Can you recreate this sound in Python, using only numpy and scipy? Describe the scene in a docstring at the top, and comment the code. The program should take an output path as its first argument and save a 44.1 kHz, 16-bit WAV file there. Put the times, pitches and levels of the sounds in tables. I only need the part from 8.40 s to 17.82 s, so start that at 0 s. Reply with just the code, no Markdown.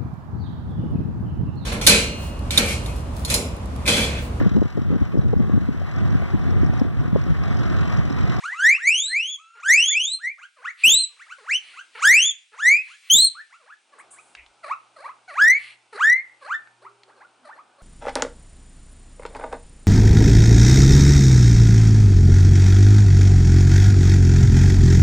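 """Guinea pigs wheek close to the microphone in a small live room, then settle into soft rising chirps
from farther off. Each call is one upward glide of the vocal folds through a fixed throat, breathy
while the pitch is low. The loudest wheeks overload the input. Airy rushes and a few small knocks and
rustles come between the calls; room noise, hiss and, later on, a faint mains hum lie below."""
import sys
import numpy as np
from scipy import signal
from scipy.fft import rfft, irfft, next_fast_len
from scipy.io import wavfile
from scipy.ndimage import map_coordinates

SR = 44100
rng = np.random.default_rng(int(sys.argv[2]) if len(sys.argv) > 2 else 0)


def waveform_to_disk(signal):
    """Save audio, clipped to [-1, 1], as 16-bit WAV at the path in sys.argv[1]."""
    frames = np.transpose(np.atleast_2d(signal))
    scaled = np.clip(frames, -1, 1) * 32767
    samples = np.round(scaled).astype(np.int16)
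    wavfile.write(sys.argv[1], SR, samples)


N = 415422

# Colour of air passing through the throat. Each row: frequency in Hz, gain in dB.
BREATH_SPECTRUM = [(600, -34), (1200, 2), (2400, -18), (3200, -19.5), (4200, 7.5), (5300, -10.5),
                   (7000, -14), (9200, -5), (10500, -6)]
TOP_HZ = 15800  # upper limit of the harmonics and of the whole sound


def wheeks():
    """Loud whistles near the microphone, from folds held to a steady glide."""
    # Each row: start, length and time of the knee in seconds; grunt, knee and aimed-at pitch in Hz;
    # bow of the climb (+ is early); final droop in Hz; time of full effort and its hold in seconds;
    # relative grunt, full and end level in dB; overtone fall at full effort and end in dB per octave.
    calls = [ (0.0, .14, 0.075, 450, 1470, 2060, 0.063, 2, 0.044, 0.12, -43, -32, -34.5, 7.2, 20),
             (0.105, 0.27, 0.062, 520, 1274, 2795, -.1, -0.5, .15, 0.055, -41, -13, -28, 9.5, 18),
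             (0.335, 0.4, 0.1, 500, 1847, 4544, 0.0037, 400.5, 0.14, 0.11, -48, -16, -22, 8.6, 11),
             (0.64, 0.32, 0.068, 700, 1753, 3890, .03, 641.5, 0.1, 0.19, -74, -22, -27, 15.3, 14),
             (0.975, 0.24, 0.039, 600, 1290, 1421, -0.0063, -3.5, 0.023, .13, -66, -54, -51.5, 6.6, 11),
             (1.15, 0.4, 0.12, 420, 1567, 4020, 0.0098, 879, .15, .232, -47, -13, -25.5, 7, 13),
             (1.47, 0.31, 0.073, 400, 2260, 4635, 0.0082, 551, 0.083, .2, -64.5, -18.5, -36, 13, 11),
             (1.785, 0.14, .06, 510, 1884, 2418, -0.046, 0.5, 0.074, 0.03, -64.5, -27, -39.5, 10, 29),
             (2.435, 0.21, 0.0049, 600, 2444, 4550, .13, 640.5, 0.023, .063, -23.5, -4.5, -14, 12, 5),
             (2.98, .208, 0.19, 410, 3055, 3100, .05, -1, 0.17, .012, -40.5, -13.5, -33.5, 12, 17),
             (3.548, .362, .121, 430, 1650, 4264, -.09, 950, .116, .2, -35.5, -12, -15, 6.4, 10),
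             (4.118, 0.3, 0.12, 420, 1747, 2645, .1, 80, 0.15, .05, -42.5, -12, -29, 8.1, 24),
             (4.699, 0.18, 0.0059, 580, 3018, 4803, 0.028, 760.5, 0.0038, 0.13, -15.5, -3.5, -11.5, 9, 8),
             (6.878, .3, 0.15, 560, 1678, 2309, .01, -0.5, .14, 0.096, -29, -13.5, -25.5, 13.15, 21),
             (7.525, 0.29, 0.13, 398, 1730, 2145, 0.16, -0.5, 0.13, .055, -25.5, -13.5, -32.5, 13, 30), ]
    return call_series(calls, wheek_glide, gain_db=0.5, air_db=-22, jitter=0.004, shimmer_db=2.06,
                       overtone_db=-1.8, octave_db=4.5, rasp_db=-16.5, attack_s=.006, release_s=0.01)


def wheek_glide(t, length, knee_s, low_hz, knee_hz, aim_hz, bow, droop_hz, full_s, hold_s,
                grunt_db, full_db, end_db, full_fall, end_fall):
    """A grunt flips up to a knee in pitch, climbs on under full effort and droops as the effort ends."""
    swell_s, droop_s, tire_db_per_s, break_db = 0.083, 0.028, 1, 3
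    flip_s = .1 * (knee_hz / 1678) ** .6  # higher knees take longer to reach
    flip = (knee_hz - low_hz) * ease(1 + (t - knee_s) / flip_s)
    progress = np.clip((t - knee_s) / (length - knee_s), 0, 1)
    climb = (aim_hz - knee_hz) * (progress + bow * np.sin(np.pi * progress))
    droop = droop_hz * np.exp(np.minimum(t - length, 0) / droop_s)
    pitch = grunt(knee_s - flip_s - t, low_hz) + flip + climb - droop
    stages = [full_s - swell_s, full_s, min(full_s + hold_s, length), length]
    tired_db = full_db - tire_db_per_s * hold_s
    whistle_db = np.interp(t, stages, [grunt_db + break_db, full_db, tired_db, end_db])
    fall_db = np.interp(t, [full_s, length], [full_fall, end_fall])
    return pitch, voice_break(pitch, grunt_db, whistle_db), fall_db


def chirps():
    """Short, soft calls from less steady folds."""
    # Each row: start, length and rise time in seconds, grunt and top pitch in Hz,
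    # relative grunt and whistle level in dB, overtone fall in dB per octave.
    calls = [(1.974, 0.089, 0.11, 470, 1630, -56, -47, 8), (2.159, 0.15, 0.11, 488, 2220, -43, -31, 12.5),
             (2.689, 0.16, 0.097, 439.9, 2216, -61, -46.5, 9.5),
             (2.86, 0.085, 0.11, 413, 1556, -50, -42, 8.5), (3.327, 0.098, 0.12, 516, 1644, -45, -41.5, 9),
             (4.471, 0.1, 0.15, 545, 1784, -57, -54.5, 5.5), (4.88, 0.148, 0.16, 530, 1810, -75.5, -42, 20),
             (5.095, 0.074, 0.095, 445, 1442, -51.5, -46, 9.5),
             (5.192, 0.15, 0.1, 482.7, 1756, -44.5, -43, 15),
             (5.518, 0.098, 0.043, 432, 1237, -42.5, -38.5, 13),
             (5.723, 0.078, 0.06, 550, 1260, -60, -44, 6.5),
             (6.229, 0.11, 0.074, 553, 1340, -25.5, -23.5, 15.5),
             (6.559, 0.13, 0.097, 535, 1284, -30, -34, 18.5),
             (6.634, 0.086, 0.065, 527, 1303, -33, -34, 17),
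             (8.011, 0.153, 0.127, 516, 1815, -27.5, -25.5, 15),
             (8.414, 0.074, 0.076, 506, 1396, -36.5, -40.5, 19.5),
             (8.671, 0.062, 0.063, 420, 1572, -37.5, -53, 19),
             (8.75, 0.11, 0.079, 510, 1473, -41.5, -46, 18),
             (9.04, 0.098, 0.067, 579.9, 1860, -31.5, -44, 18.5),
             (9.146, 0.064, 0.063, 491.9, 1278, -35.5, -40.5, 19),
             (9.375, 0.084, 0.065, 561, 1510, -35, -39, 21)]
    return call_series(calls, chirp_glide, gain_db=-0.5, air_db=-25.5, jitter=0.019, shimmer_db=3.0,
                       overtone_db=-1.0, octave_db=16, rasp_db=-16.5, attack_s=0.015, release_s=0.0031)


def chirp_glide(t, length, rise_s, low_hz, top_hz, grunt_db, whistle_db, fall_db):
    """A grunt slides up in one S-shaped rise, breaks into a whistle and fades."""
    progress = 1 + (t - length) / rise_s
    rise = (top_hz - low_hz) * ease(progress) ** 1.2  # the power makes the rise start late
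    pitch = grunt(-progress * rise_s, low_hz) + rise
    fade_db = np.interp(t, [length - .02, length], [0, 9])
    return pitch, voice_break(pitch, grunt_db, whistle_db - fade_db), fall_db


def grunt(lead_s, low_hz, sag=0.18, sag_s=0.023):
    """Pitch of the slack folds, which sinks to low_hz until the rise begins in lead_s."""
    return low_hz * (1 + sag * np.clip(lead_s / sag_s, 0, 1.5) ** 1.5)


def voice_break(pitch, grunt_db, whistle_db, break_hz=1080, span_hz=400):
    """The level passes from the grunt's to the whistle's as the voice breaks."""
    return grunt_db + ease(.5 + (pitch - break_hz) / span_hz) * (whistle_db - grunt_db)


def call_series(calls, glide, gain_db, air_db, **voicing):
    """A run of calls with the breath noise that they carry."""
    voice, leak = np.zeros(N), np.zeros(N)
    for start, length, *shape in calls:
        tone, flow = vocal_folds(glide, length, shape, **voicing)
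        add(voice, start, tone)
        add(leak, start, flow)
    return amp(gain_db) * voice + amp(air_db) * leak * noise(BREATH_SPECTRUM)


def vocal_folds(glide, length, shape, jitter, shimmer_db, overtone_db, octave_db, rasp_db,
                attack_s, release_s):
    """Tone and airflow of one glide: nine harmonics sweep through the throat's resonances."""
    # Response of the throat. Each row: frequency in Hz, gain in dB.
    throat = [(400, -19), (700, -21.5), (1200, -1), (1900, 1.5), (2600, -1), (3400, -10.5), (4250, -10),
              (4900, -13.5), (5800, -5.5), (7000, 1.5), (8400, -8.5), (9700, -9), (11000, -25.5)]
    t = np.arange(0, length + release_s, 1 / SR)
    n = len(t)
    pitch, level_db, fall_db = glide(t, length, *shape)
    pitch = pitch * (1 + jitter * wobble(260, n))
    phase = 2 * np.pi * np.cumsum(pitch) / SR
    pressed = np.clip(1 - fall_db / 16, 0, 1) * (pitch < 1800)
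    voice = np.zeros(n)
    for k in range(1, 10):
        colour_db = along(throat, k * pitch) - fall_db * np.log2(k)
        colour_db += (k > 1) * (overtone_db + 2.5 * wobble(90, n))
        colour_db += (k == 2) * octave_db * pressed  # low, pressed notes have a strong octave
        rasp = 1 + k * amp(rasp_db) * wobble(600, n)  # uneven cycles blur the upper harmonics most
        voice += amp(colour_db) * (k * pitch < TOP_HZ) * rasp * np.sqrt(2) * np.sin(k * phase)
    gate = np.clip(t / attack_s, 0, 1) * np.clip((length + release_s - t) / release_s, 0, 1)
    drive = gate * amp(level_db + shimmer_db * wobble(150, n))
    slack = 1 / (1 + (pitch / 800) ** 4)  # loose folds at low pitch let air through
    return drive * voice, drive * slack


def rushes():
    """Unvoiced air swells and fades through the same throat."""
    # Each row: start in seconds, length in seconds, relative level in dB.
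    breaths = [(2.367, 0.21, -43), (3.172, 0.25, -51.5), (3.521, 0.18, -50.5), (4.419, 0.17, -54),
               (4.61, 0.26, -51.5), (7.138, 0.23, -48), (7.51, 0.078, -61.5), (7.989, 0.08, -64.5)]
    flow = np.zeros(N)
    for start, length, db in breaths:
        add(flow, start, amp(db) * np.sqrt(np.hanning(int(length * SR))))
    return flow * (amp(-2.5) * noise(BREATH_SPECTRUM) + amp(1.5) * band(N, centre_hz=2453, octaves=0.38))


def small_noises():
    """Small dead knocks, short rustles, a low thump and two faint low drones."""
    # Each row: start in seconds, relative level in dB, band centre in Hz.
    knocks = [(5.951, -25, 2142), (6.063, -36, 2168), (8.2735, -37, 1520), (8.6342, -37, 2827)]
    # Each row: start and length in seconds, level in dB, band centre in Hz, width in octaves.
    noise_bursts = [(5.585, .04, -53, 9000, .25), (5.705, .07, -46, 8800, .25), (5.74, .24, -59, 8800, .3),
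                    (5.962, .17, -53, 40, .6), (5.964, .085, -47, 2300, .22), (8.38, .48, -63, 385, .1),
                    (8.99, .11, -63, 250, .08)]
    track = np.zeros(N)
    t = np.arange(SR // 20) / SR
    knock_t60 = 0.019
    for start, db, hz in knocks:
        add(track, start, amp(db - 7.0 - 60 * t / knock_t60) * band(len(t), hz, octaves=0.7))
    for start, length, db, hz, octaves in noise_bursts:
        progress = np.linspace(0, 1, int(length * SR))
        envelope = np.minimum(progress / 0.13, 1) * np.sqrt(1 - progress)
        add(track, start, amp(db) * envelope * band(len(progress), hz, octaves))
    return track


def room(x, early_db, early_t60, late_db, side_db):
    """Near walls smear each glide; a weaker tail follows, each frequency dying at its own speed."""
    # Each row: frequency in Hz, time for the tail to fall 60 dB in seconds.
    decay_times = [(300, .25), (1200, .36), (2400, .42), (4200, .3), (7000, .28), (10000, .22)]
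    hz, t, spectra = signal.stft(rng.standard_normal((2, SR * 2 // 3)), SR, nperseg=256)
    late = signal.istft(spectra * amp(-60 * t / along(decay_times, hz)[:, None]), SR, nperseg=256)[1]
    early = rng.standard_normal(late.shape) * amp(-60 * np.arange(late.shape[1]) / SR / early_t60)
    tails = amp(early_db) * early / np.linalg.norm(early[0])
    tails += amp(late_db) * late / np.linalg.norm(late[0])
    tails = np.pad(tails, ((0, 0), (SR // 400, 0)))  # the first reflection arrives after 2.5 ms
    mid, side = signal.fftconvolve(x[None], tails, axes=1)[:, :N]
    return mid + amp(side_db) * side * [[1], [-1]]


def room_tone():
    """Low room noise that swells unevenly under a drifting hiss, both mostly in the centre."""
    # Colours of the two noises. Each row: frequency in Hz, gain in dB.
    murk_spectrum = [(88, -46.5), (150, -17.5), (354, -6), (463, -9.5), (900, -1), (991, -6.5),
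                     (1500, -5.5), (1950, -27.5), (3300, -120)]
    hiss_spectrum = [(530, -38.5), (900, -18.5), (1010, -18), (1820, -5.5), (2360, 2.5), (4660, -5.5),
                     (6940, -9), (9600, -6.5), (11000, -39), (14300, -79), (22000, -120)]
    # Their rise and fall. Each row: time in seconds, relative level in dB.
    murk_levels = [(0, -90.5), (2.2, -86.5), (3.5, -68.5), (4.1, -88.5), (5.45, -70), (5.65, -60),
                   (7.3, -67), (9.42, -59.5)]
    hiss_levels = [(0, -51.5), (1.1, -67.5), (2.1, -66), (2.8, -58.5), (3.5, -59.5), (4.08, -62.5),
                   (4.6, -56.5), (5.45, -66), (5.65, -63.5), (9.42, -66.5)]
    murk = amp(timeline(murk_levels) + 1.5 * wobble(7.8, N))
    hiss = amp(timeline(hiss_levels) - 1.0)
    mid, side = (murk * noise(murk_spectrum) + hiss * noise(hiss_spectrum) for _ in range(2))
    return mid + amp(-11) * side * [[1], [-1]]


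def mains_hum(hz=119):
    """A faint, wavering mains tone that comes in past the halfway point."""
    # Each row: time in seconds, relative level in dB.
    hum_levels = [(5.55, -120), (5.65, -77), (9.42, -74.5)]
    waver_db = 2.5 * wobble(4, N)
    tone = unit(np.sin(2 * np.pi * hz * np.arange(N) / SR))
    return amp(timeline(hum_levels) + waver_db - 2.0) * tone


def amp(db):
    """Decibels to gain."""
    return 10 ** (np.asarray(db) / 20)


def unit(x):
    """Scaled to rms 1."""
    return x / np.sqrt(np.mean(x ** 2) + 1e-20)


def ease(u):
    """A smooth step from 0 to 1."""
    u = np.clip(u, 0, 1)
    return u * u * (3 - 2 * u)


def along(points, hz):
    """(Hz, value) points read on a log axis."""
    freqs, values = np.transpose(points)
    return np.interp(np.log(hz + 1), np.log(freqs + 1), values)


def timeline(points):
    """(Seconds, value) points read at every sample."""
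    return np.interp(np.arange(N) / SR, *np.transpose(points))


def wobble(rate, n):
    """A smooth random curve of n samples, rate knots a second."""
    return map_coordinates(rng.standard_normal(int(n * rate / SR) + 4), [np.arange(n) * rate / SR])


def filtered(x, response):
    """x through a filter given as a function of frequency."""
    n = x.shape[-1]
    padded = next_fast_len(n + 8192)
    return irfft(rfft(x, padded) * response(np.fft.rfftfreq(padded, 1 / SR)), padded)[..., :n]


def noise(spectrum):
    """Noise of rms 1 with the given colour."""
    return unit(filtered(rng.standard_normal(N), lambda hz: amp(along(spectrum, hz))))


def band(n, centre_hz, octaves):
    """n samples of noise in a bell-shaped band, rms 1."""
    bell = lambda hz: np.exp(-.5 * (np.log2((hz + 1) / centre_hz) / octaves) ** 2)
    return unit(filtered(rng.standard_normal(n), bell))


def add(track, start_s, x):
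    """Mix x into the track from start_s on."""
    i = max(round(start_s * SR), 0)
    track[i:i + len(x)] += x[:len(track[i:])]


def scene():
    """Animals in a small room; the chirps come from farther off, so they carry more of the walls."""
    loud, far = wheeks(), chirps()
    near = loud + rushes() + small_noises()
    walls = room(near + amp(4.5) * far, early_db=-12.5, early_t60=.14, late_db=-20.5, side_db=-2.5)
    return near + far + walls + room_tone() + mains_hum()


def record(dry):
    """The sound is cut off sharply above 10 kHz, then overloads: both channels' peaks flatten together."""
    treble_cut_hz, ceiling, low_cut_hz = 10100, .39, 150
    heard = filtered(dry, lambda hz: 1 / np.sqrt(1 + (hz / treble_cut_hz) ** 80))
    clipped = heard / (1 + np.abs(heard.mean(axis=0) / ceiling) ** 24) ** (1 / 24)
    return filtered(clipped, lambda hz: (hz < TOP_HZ) * 1j * hz / (low_cut_hz + 1j * hz))


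dry = scene()
out = record(dry)
waveform_to_disk(out)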